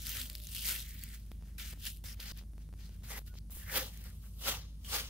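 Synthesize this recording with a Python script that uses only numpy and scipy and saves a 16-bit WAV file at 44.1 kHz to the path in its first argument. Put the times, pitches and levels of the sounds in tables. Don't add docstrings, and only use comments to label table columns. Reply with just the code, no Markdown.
import sys
import numpy as np
from scipy import signal
from scipy.fft import rfft, irfft, next_fast_len
from scipy.io import wavfile
from scipy.ndimage import uniform_filter1d

SR = 44100
rng = np.random.default_rng(int(sys.argv[2]) if len(sys.argv) > 2 else 0)


def store_wav(level_fs):
    pcm = np.round(np.clip(np.atleast_2d(level_fs), -1, 1) * 32767)
    wavfile.write(sys.argv[1], SR, pcm.T.astype(np.int16))


def how_loud(loudness_db):
    steps = np.asarray(loudness_db, float) / 20
    return 10 ** steps


N = 224557
LEFT_RIGHT = np.array([[1], [-1]])


def rms_one(x):
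    return x / np.sqrt(np.mean(x ** 2) + 1e-20)


def at_hz(points, hz):
    table_hz, values = np.transpose(points)
    return np.interp(np.log(hz), np.log(table_hz), values)


def at_time(points, t):
    return np.interp(t, *np.transpose(points))


def drift(rate_hz):
    r = np.exp(-2 * np.pi * rate_hz / SR)
    slow = signal.lfilter([1], [1, -2 * r, r * r], rng.standard_normal(N + SR))
    return rms_one(slow[SR:])


def resonance(x, hz, width_hz):
    r = np.exp(-np.pi * width_hz / SR)
    zeros = np.array([1, 0, -1]) * (1 - r * r) / 2
    poles = [1, -2 * r * np.cos(2 * np.pi * hz / SR), r * r]
    return signal.lfilter(zeros, poles, x + 1e-18)


# (frequency [Hz], correlation [-1 to 1])
PORT_LIKENESS = [(50, .999), (125, .96), (250, .93), (500, .9), (1000, .78), (2000, .55), (8000, .4),
                 (14000, .3)]
# (frequency [Hz], left over right [dB])
PORT_LEAN = [(60, 0.0), (180, 0.0), (550, 0.6), (1650, 0.8), (4970, 2.4), (9000, -0.5), (15000, 0.5)]


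def stereo(mid, side, hz):
    alike = np.clip(at_hz(PORT_LIKENESS, hz), -1, 1)
    lean = how_loud(at_hz(PORT_LEAN, hz) / 2 * LEFT_RIGHT)
    common = np.sqrt((1 + alike) / 2) * mid
    unlike = np.sqrt((1 - alike) / 2) * side * LEFT_RIGHT
    return lean * (common + unlike)


def room_noise(spectrum):
    bins_hz = np.fft.rfftfreq(N, 1 / SR) + 1
    mid, side = rfft(rng.standard_normal((2, N))) * how_loud(at_hz(spectrum, bins_hz))
    return rms_one(irfft(stereo(mid, side, bins_hz), N))


# (time [s], share of crackle [0-1])
CRACKLE_SHARE = [
    (0, 0.3),
    (.55, 0.67),
    (.7, 0.45),
    (1.2, 0.4),
    (1.4, 0.3),
    (5.1, 0),
]


def fibres(per_s, size_db):
    born = rng.random(N) < per_s * how_loud(4.0 * drift(25)) / SR
    sizes = born * how_loud(size_db * np.minimum(rng.exponential(1, N), 2.5))
    breaks = rms_one(signal.lfilter([1], [1, -.85], sizes))
    share = np.clip(at_time(CRACKLE_SHARE, np.arange(N) / SR), 0, 1)
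    return np.sqrt(1 - share + share * breaks ** 2) * how_loud(1.23 * drift(44))


# (peak time [s], peak level [dB], rise [s], fall [s], weight on the board [dB])
SWELLING_PULLS = [(0.064, -49, .12, 0.25, -24), (0.205, -42, .3, .085, -19.5), (0.3, -58, .05, 0.22, -11.5),
                  (0.5, -57, .12, 0.14, -20), (0.608, -48.5, 0.27, 0.39, -31),
                  (0.706, -41.5, 0.22, 0.18, -18.5), (0.99, -62, 0.19, 0.38, -21),
                  (1.146, -59, 0.52, .08, -20), (1.49, -70.5, 0.14, 0.22, -10),
                  (1.866, -45, 0.077, 0.086, -24), (2.388, -56.5, 0.063, 0.043, -13.5),
                  (2.61, -71, 0.07, 0.11, -8), (2.804, -64.5, 0.062, 0.34, -10.5),
                  (3.275, -61.5, 0.024, 0.065, -13), (3.565, -58.5, 0.062, 0.17, -15),
                  (3.765, -34, .06, .1, -5.5), (3.96, -62.5, .3, 0.33, -10.5),
                  (4.052, -59.5, 0.089, 0.15, -5.5), (4.225, -71, .015, .08, -12),
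                  (4.258, -67, 0.08, .1, -6.5), (4.37, -71, 0.2, 0.11, -17),
                  (4.485, -34, 0.064, 0.11, -6.5), (4.6, -60, .1, .2, -14), (4.95, -35, .075, .14, -9)]
# (start time [s], end time [s], start level [dB], end level [dB], weight on the board [dB])
CUT_PULLS = [(1.19, 1.317, -76, -79, -10), (1.31, 1.398, -70, -88, -8), (1.582, 1.737, -48.5, -54.5, -20),
             (1.742, 1.8, -66, -79, -9), (1.9, 1.99, -62, -74, -25), (2.04, 2.146, -56, -61, -10.5),
             (2.146, 2.197, -74, -66.5, -11), (2.199, 2.32, -51, -52, -16), (3.034, 3.102, -63, -54, -10.5),
             (3.105, 3.193, -49, -52, -1.5), (3.198, 3.232, -63, -81, -8), (3.338, 3.388, -71.5, -55, -17),
             (3.506, 3.713, -62, -64, -7), (4.845, 4.91, -60, -70, -9)]
# (time [s], level [dB])
SKIN_DRYNESS = [(0, 2.5), (1.1, 6), (1.55, 1), (1.95, 3.5), (2.08, 8), (2.19, 0), (2.75, 1), (3.27, 4),
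                (3.36, -3), (3.47, -21), (3.51, 9.5), (3.6, 8.5), (3.8, -1), (4.3, 6.5), (4.5, -0.5),
                (4.7, -12), (4.85, 3.5), (5.09, -4.5)]
# (time [s], level [dB])
SKIN_SLACK = [(0, -2), (0.2, 2), (0.35, -5), (0.58, -5), (0.72, 0.5), (1.15, 1.5), (1.6, 1.5), (1.88, 1.5),
              (1.95, -14), (2.05, 0.5), (3.1, 1.5), (3.5, -5), (3.66, 2.5), (3.78, -1.5), (4.05, 1.5),
              (4.3, -4), (4.5, -1), (5.09, -1.5)]
SWELL_DB, SPLICE_S = 20, .003
CREST = .04
THUD_STEEP, BODY_STEEP, FIZZ_STEEP = 1.057, 1.26, 0.99


def effort():
    t = np.arange(0, N, 44) / SR
    pulls = []
    for peak_s, peak_db, rise_s, fall_s, weight_db in SWELLING_PULLS:
        away = np.maximum((peak_s - t) / rise_s, (t - peak_s) / fall_s)
        shape_db = -SWELL_DB * (np.hypot(away, CREST) - CREST)
        pulls.append((peak_db, shape_db, weight_db))
    for start, end, start_db, end_db, weight_db in CUT_PULLS:
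        outside_s = np.maximum(np.maximum(start - t, t - end), 0)
        level_db = np.interp(t, [start, end], [start_db, end_db])
        pulls.append((level_db, -SWELL_DB * outside_s / SPLICE_S, weight_db))
    dry_db, slack_db = at_time(SKIN_DRYNESS, t), at_time(SKIN_SLACK, t)
    power = 0
    for top_db, shape_db, weight_db in pulls:
        thud_db = weight_db + .35 * slack_db + THUD_STEEP * shape_db
        body_db = -1.5 + 0.29 * weight_db + slack_db + BODY_STEEP * shape_db
        fizz_db = dry_db + FIZZ_STEEP * shape_db
        power = power + how_loud(top_db + np.array([thud_db, body_db, shape_db, fizz_db])) ** 2
    return [np.interp(np.arange(N) / SR, t, np.sqrt(p)) for p in power]


REGION_BORDERS = [1450, 2800, 6500]
# (frequency [Hz], density [dB per Hz])
TEAR_COLOUR = [(120, -17), (200, -5.5), (310, -12.5), (516, -6.5), (716, -10.5), (799, -1.5), (977, -9.5),
               (1360, -3), (1630, -7), (1920, -3), (7800, -9.5), (15600, -5.5)]
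# (frequency [Hz], width [Hz], level [dB])
BOARD_MODES = [
    (522, 35, -3),
    (1380, 200, -14),
]
# (time [s], left port late by [samples])
HAND_LAG = [
    (0, 0.5),
    (1.3, 2),
    (1.4, 0.5),
    (5.1, 5),
]


def tearing():
    force = fibres(per_s=900.0, size_db=3.5) * rng.standard_normal((2, 2, N))
    regions = np.zeros((4, 2, N))
    edges_hz = 166 * 2 ** np.arange(0, 6.9, 1 / 3)
    wander = how_loud(1.6 * drift(14))
    for k, (low, high) in enumerate(zip(edges_hz, edges_hz[1:])):
        hz = np.sqrt(low * high)
        band = signal.butter(2, [low, high], "band", fs=SR, output="sos")
        mid, side = signal.sosfilt(band, force[k % 2])
        colour = how_loud(at_hz(TEAR_COLOUR, hz)) * np.roll(wander, 9973 * k)
        regions[np.searchsorted(REGION_BORDERS, hz)] += colour * stereo(mid, side, hz)
    for hz, width_hz, level_db in BOARD_MODES:
        ringing = resonance(force[0], hz, width_hz)
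        regions[np.searchsorted(REGION_BORDERS, hz)] += how_loud(level_db + 0.5) * stereo(*ringing, hz)
    left, right = sum(gain * rms_one(region) for gain, region in zip(effort(), regions))
    sample = np.arange(N)
    lag = at_time(HAND_LAG, sample / SR).round()
    return np.array([np.interp(sample - lag, sample, left), right])


# (time [s], length [s], frequency [Hz], width [Hz], level [dB])
SKIN_SQUEAKS = [(0.1, .46, 601, 25, -76), (0.0, .3, 244.5, 12, -64), (0.549, 0.12, 2950, 400, -55),
                (0.78, .43, 1980, 790, -63), (1.01, .025, 4530, 200, -64), (2.042, .1, 5200, 1500, -55.5),
                (2.042, 0.09, 1920, 520, -62.5), (3.085, .11, 1950, 300, -56),
                (3.267, 0.077, 1450, 45, -70.5), (3.59, .12, 1760, 500, -61), (3.66, .18, 1690, 700, -48.5),
                (3.731, .12, 525, 26, -52.5), (4.037, 0.088, 1610, 700, -67),
                (4.221, 0.064, 1300, 700, -74), (4.448, 0.11, 529, 25, -52.5),
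                (4.451, 0.071, 1350, 240, -46.5), (4.84, .05, 3130, 600, -58),
                (4.92, 0.063, 832, 160, -50.5), (4.89, .14, 3300, 1500, -47), (4.43, .12, 3100, 900, -50),
                (0.617, .15, 9000, 2000, -50), (0.618, 0.17, 2090, 810, -52),
                (2.79, 0.098, 4200, 2500, -66)]


def squeaks():
    out, t = np.zeros((2, N)), np.arange(N) / SR
    stutter = how_loud(2.5 * drift(80))
    white = stutter * rng.standard_normal((2, N))
    for s, length, hz, width_hz, level_db in SKIN_SQUEAKS:
        span = slice(max(round(s * SR) - 4000, 0), round((s + length) * SR))
        to_edge_s = np.minimum(t[span] - s, s + length - t[span])
        gate = np.clip(to_edge_s / (0.18 * length), 0, 1)
        ringing = resonance(white[:, span], hz, width_hz)
        ringing = rms_one(resonance(ringing, hz, width_hz))
        out[:, span] += how_loud(level_db) * gate * stereo(*ringing, hz)
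    return out


# (start time [s], frequency [Hz], skipped at the start [turns])
HUM_STRETCHES = [
    (0, 53.1, 0),
    (1.317, 51.75, .5),
    (2.32, 51.75, -.25),
    (3.568, 53.1, -.5),
]
# (frequency [Hz], density [dB per Hz])
RUMBLE_COLOUR = [(20, -27), (31, -6.5), (41, -17), (70, -5), (85, -1), (110, -10.5), (135, -13.5),
                 (157, -8.5), (180, -15), (197, -13), (250, -22.5), (400, -34.5), (1000, -50.5),
                 (16000, -54.5)]
# (frequency [Hz], density [dB per Hz])
HISS_COLOUR = [(300, -8), (1000, -2), (2000, -20), (4200, -2), (6500, -0.5), (7500, -7), (9700, 5.5),
               (16000, -6)]


def compressor():
    start, hz, skipped = np.transpose(HUM_STRETCHES)
    turns = hz[np.searchsorted(start[1:], np.arange(N) / SR)] / SR
    turns[(start * SR).astype(int)] += skipped
    phase = 2 * np.pi * np.cumsum(uniform_filter1d(turns, size=480))
    hum = how_loud(-47) * np.sqrt(2) * np.sin(phase)
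    rumble = how_loud(-52.0) * room_noise(RUMBLE_COLOUR)
    hiss = how_loud(-74 + 0.8 * drift(6)) * room_noise(HISS_COLOUR)
    return hum + rumble + hiss


# (time [s], peak level [dB], ring [Hz], top end over ring [dB])
LOUD_SNAPS = [(0.0198, -31, 6550, 3), (0.062, -29, 5170, -2), (0.0685, -21, 4740, 4),
              (0.094, -23, 6680, 4), (0.1187, -27, 4650, -2), (0.1693, -25, 5040, -1),
              (0.215, -25, 4440, -4), (0.2995, -26, 4870, 0), (0.3529, -25, 4910, -5),
              (0.401, -37, 4130, -2), (0.438, -35, 5300, 6), (0.4707, -29, 6760, -3),
              (0.5493, -23, 4390, 3), (0.5649, -31, 3010, -1), (0.5822, -30, 2540, 3),
              (0.6944, -24, 7060, -1), (0.7621, -28, 3960, -4), (0.8035, -31, 4010, 4),
              (1.0375, -25, 2760, 9), (1.3173, -43, 3140, -6), (1.8539, -26, 5470, 3),
              (2.2025, -33, 4780, -10), (2.3142, -37, 4820, -12), (2.3751, -37, 4130, 6),
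              (3.1021, -33, 6850, 6), (3.3872, -45, 4740, -15), (3.6347, -41, 3570, 1),
              (3.9744, -38, 6590, -1), (4.0407, -38, 2020, 12), (4.8479, -38, 3270, -6)]
# (time [s], peak level
# [dB])
FAINT_SNAPS = [(0.2822, -45), (0.331, -36), (0.36, -38), (0.3813, -37), (0.3856, -42), (0.452, -35.5),
               (0.5223, -36), (0.8237, -40), (0.8924, -35.5), (0.9929, -42), (1.0134, -42), (1.09, -37.5),
               (1.264, -49), (1.803, -46), (1.921, -39), (1.965, -43), (1.9713, -39.5), (3.2644, -45),
               (3.977, -48), (4.1029, -45), (4.3867, -52)]


def snaps():
    out, age = np.zeros((2, N + 300)), np.arange(300) / SR
    ticks = []
    for s, peak_db in FAINT_SNAPS:
        hz = 5200 * np.exp(0.14 * np.clip(rng.normal(), -2, 2))
        ticks.append((s, peak_db, hz, 4.5 + at_time(SKIN_DRYNESS, s)))
    for s, peak_db, hz, top_db in LOUD_SNAPS + ticks:
        pan_db = rng.normal(2.8, 0.5)
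        ring = np.sin(2 * np.pi * hz * age) * np.exp(-age / .00035)
        crack = np.sin(2 * np.pi * 11500 * age) * np.exp(-age / .0001)
        pop = ring + 2.6 * how_loud(top_db) * crack
        grit = np.diff(rng.standard_normal((2, 300)), prepend=0) * np.exp(-age / .0015)
        pop = pop / np.abs(pop).max() + .08 * grit
        at = round(s * SR) - 2
        out[:, at:at + 300] += pop * how_loud(peak_db + 5 + pan_db / 2 * LEFT_RIGHT)
    no_bass = signal.butter(3, 2000, "high", fs=SR, output="sos")
    return signal.sosfilt(no_bass, out[:, :N] + 1e-18)


def kitchen(x):
    size = next_fast_len(N + SR)
    w = 2 * np.pi * np.fft.rfftfreq(size)
    out = np.zeros((2, len(w)), complex)
    for k, lag in enumerate(rng.uniform(0.017, 0.042, 12) * SR):
        loss = how_loud(-60 * lag / SR / 0.25) / (1 + w * 0.77)
        loop = loss * np.exp(-1j * w * lag)
        out[k % 2] += loop / (1 - loop) * (-1) ** (k // 2)
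    return irfft(out * rfft(x, size), size)[:, :N]


# (time [s], step level [dB])
HUM_SKIPS = [(1.3168, -38.5), (1.412, -55), (1.4245, -46.5), (1.435, -52), (1.4736, -55), (1.7304, -44),
             (1.7372, -45), (1.7751, -51), (2.0413, -45), (2.1766, -58), (2.195, -45), (2.3186, -43),
             (2.321, -47), (2.4133, -47.5), (2.4248, -49.5), (2.437, -52), (2.5351, -52.5), (2.5806, -44.5),
             (2.6904, -50), (2.728, -47), (2.7387, -44), (2.894, -48.5), (3.0243, -53), (3.038, -48),
             (3.2172, -51), (3.3317, -56), (3.341, -45), (3.3546, -46), (3.499, -48), (3.571, -44)]


def skips():
    steps = np.zeros(N)
    for s, step_db in HUM_SKIPS:
        steps[round(s * SR)] = how_loud(step_db + 1.0) * rng.choice([-1, 1])
    return signal.lfilter([1], [1, -np.exp(-2 * np.pi * 180.0 / SR)], steps + 1e-18)


def scene():
    cracks = snaps()
    echo = how_loud(-11) * kitchen(cracks.mean(axis=0))
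    return tearing() + squeaks() + compressor() + cracks + echo + skips()


def top_cut(x):
    return signal.sosfilt(signal.butter(12, 16810, fs=SR, output="sos"), x)


def record(dry):
    low_pass = signal.ellip(12, .5, 60, 15740, fs=SR, output="sos")
    mix = signal.sosfilt(low_pass, dry)
    return top_cut(mix)


dry = scene()
out = record(dry)
store_wav(out)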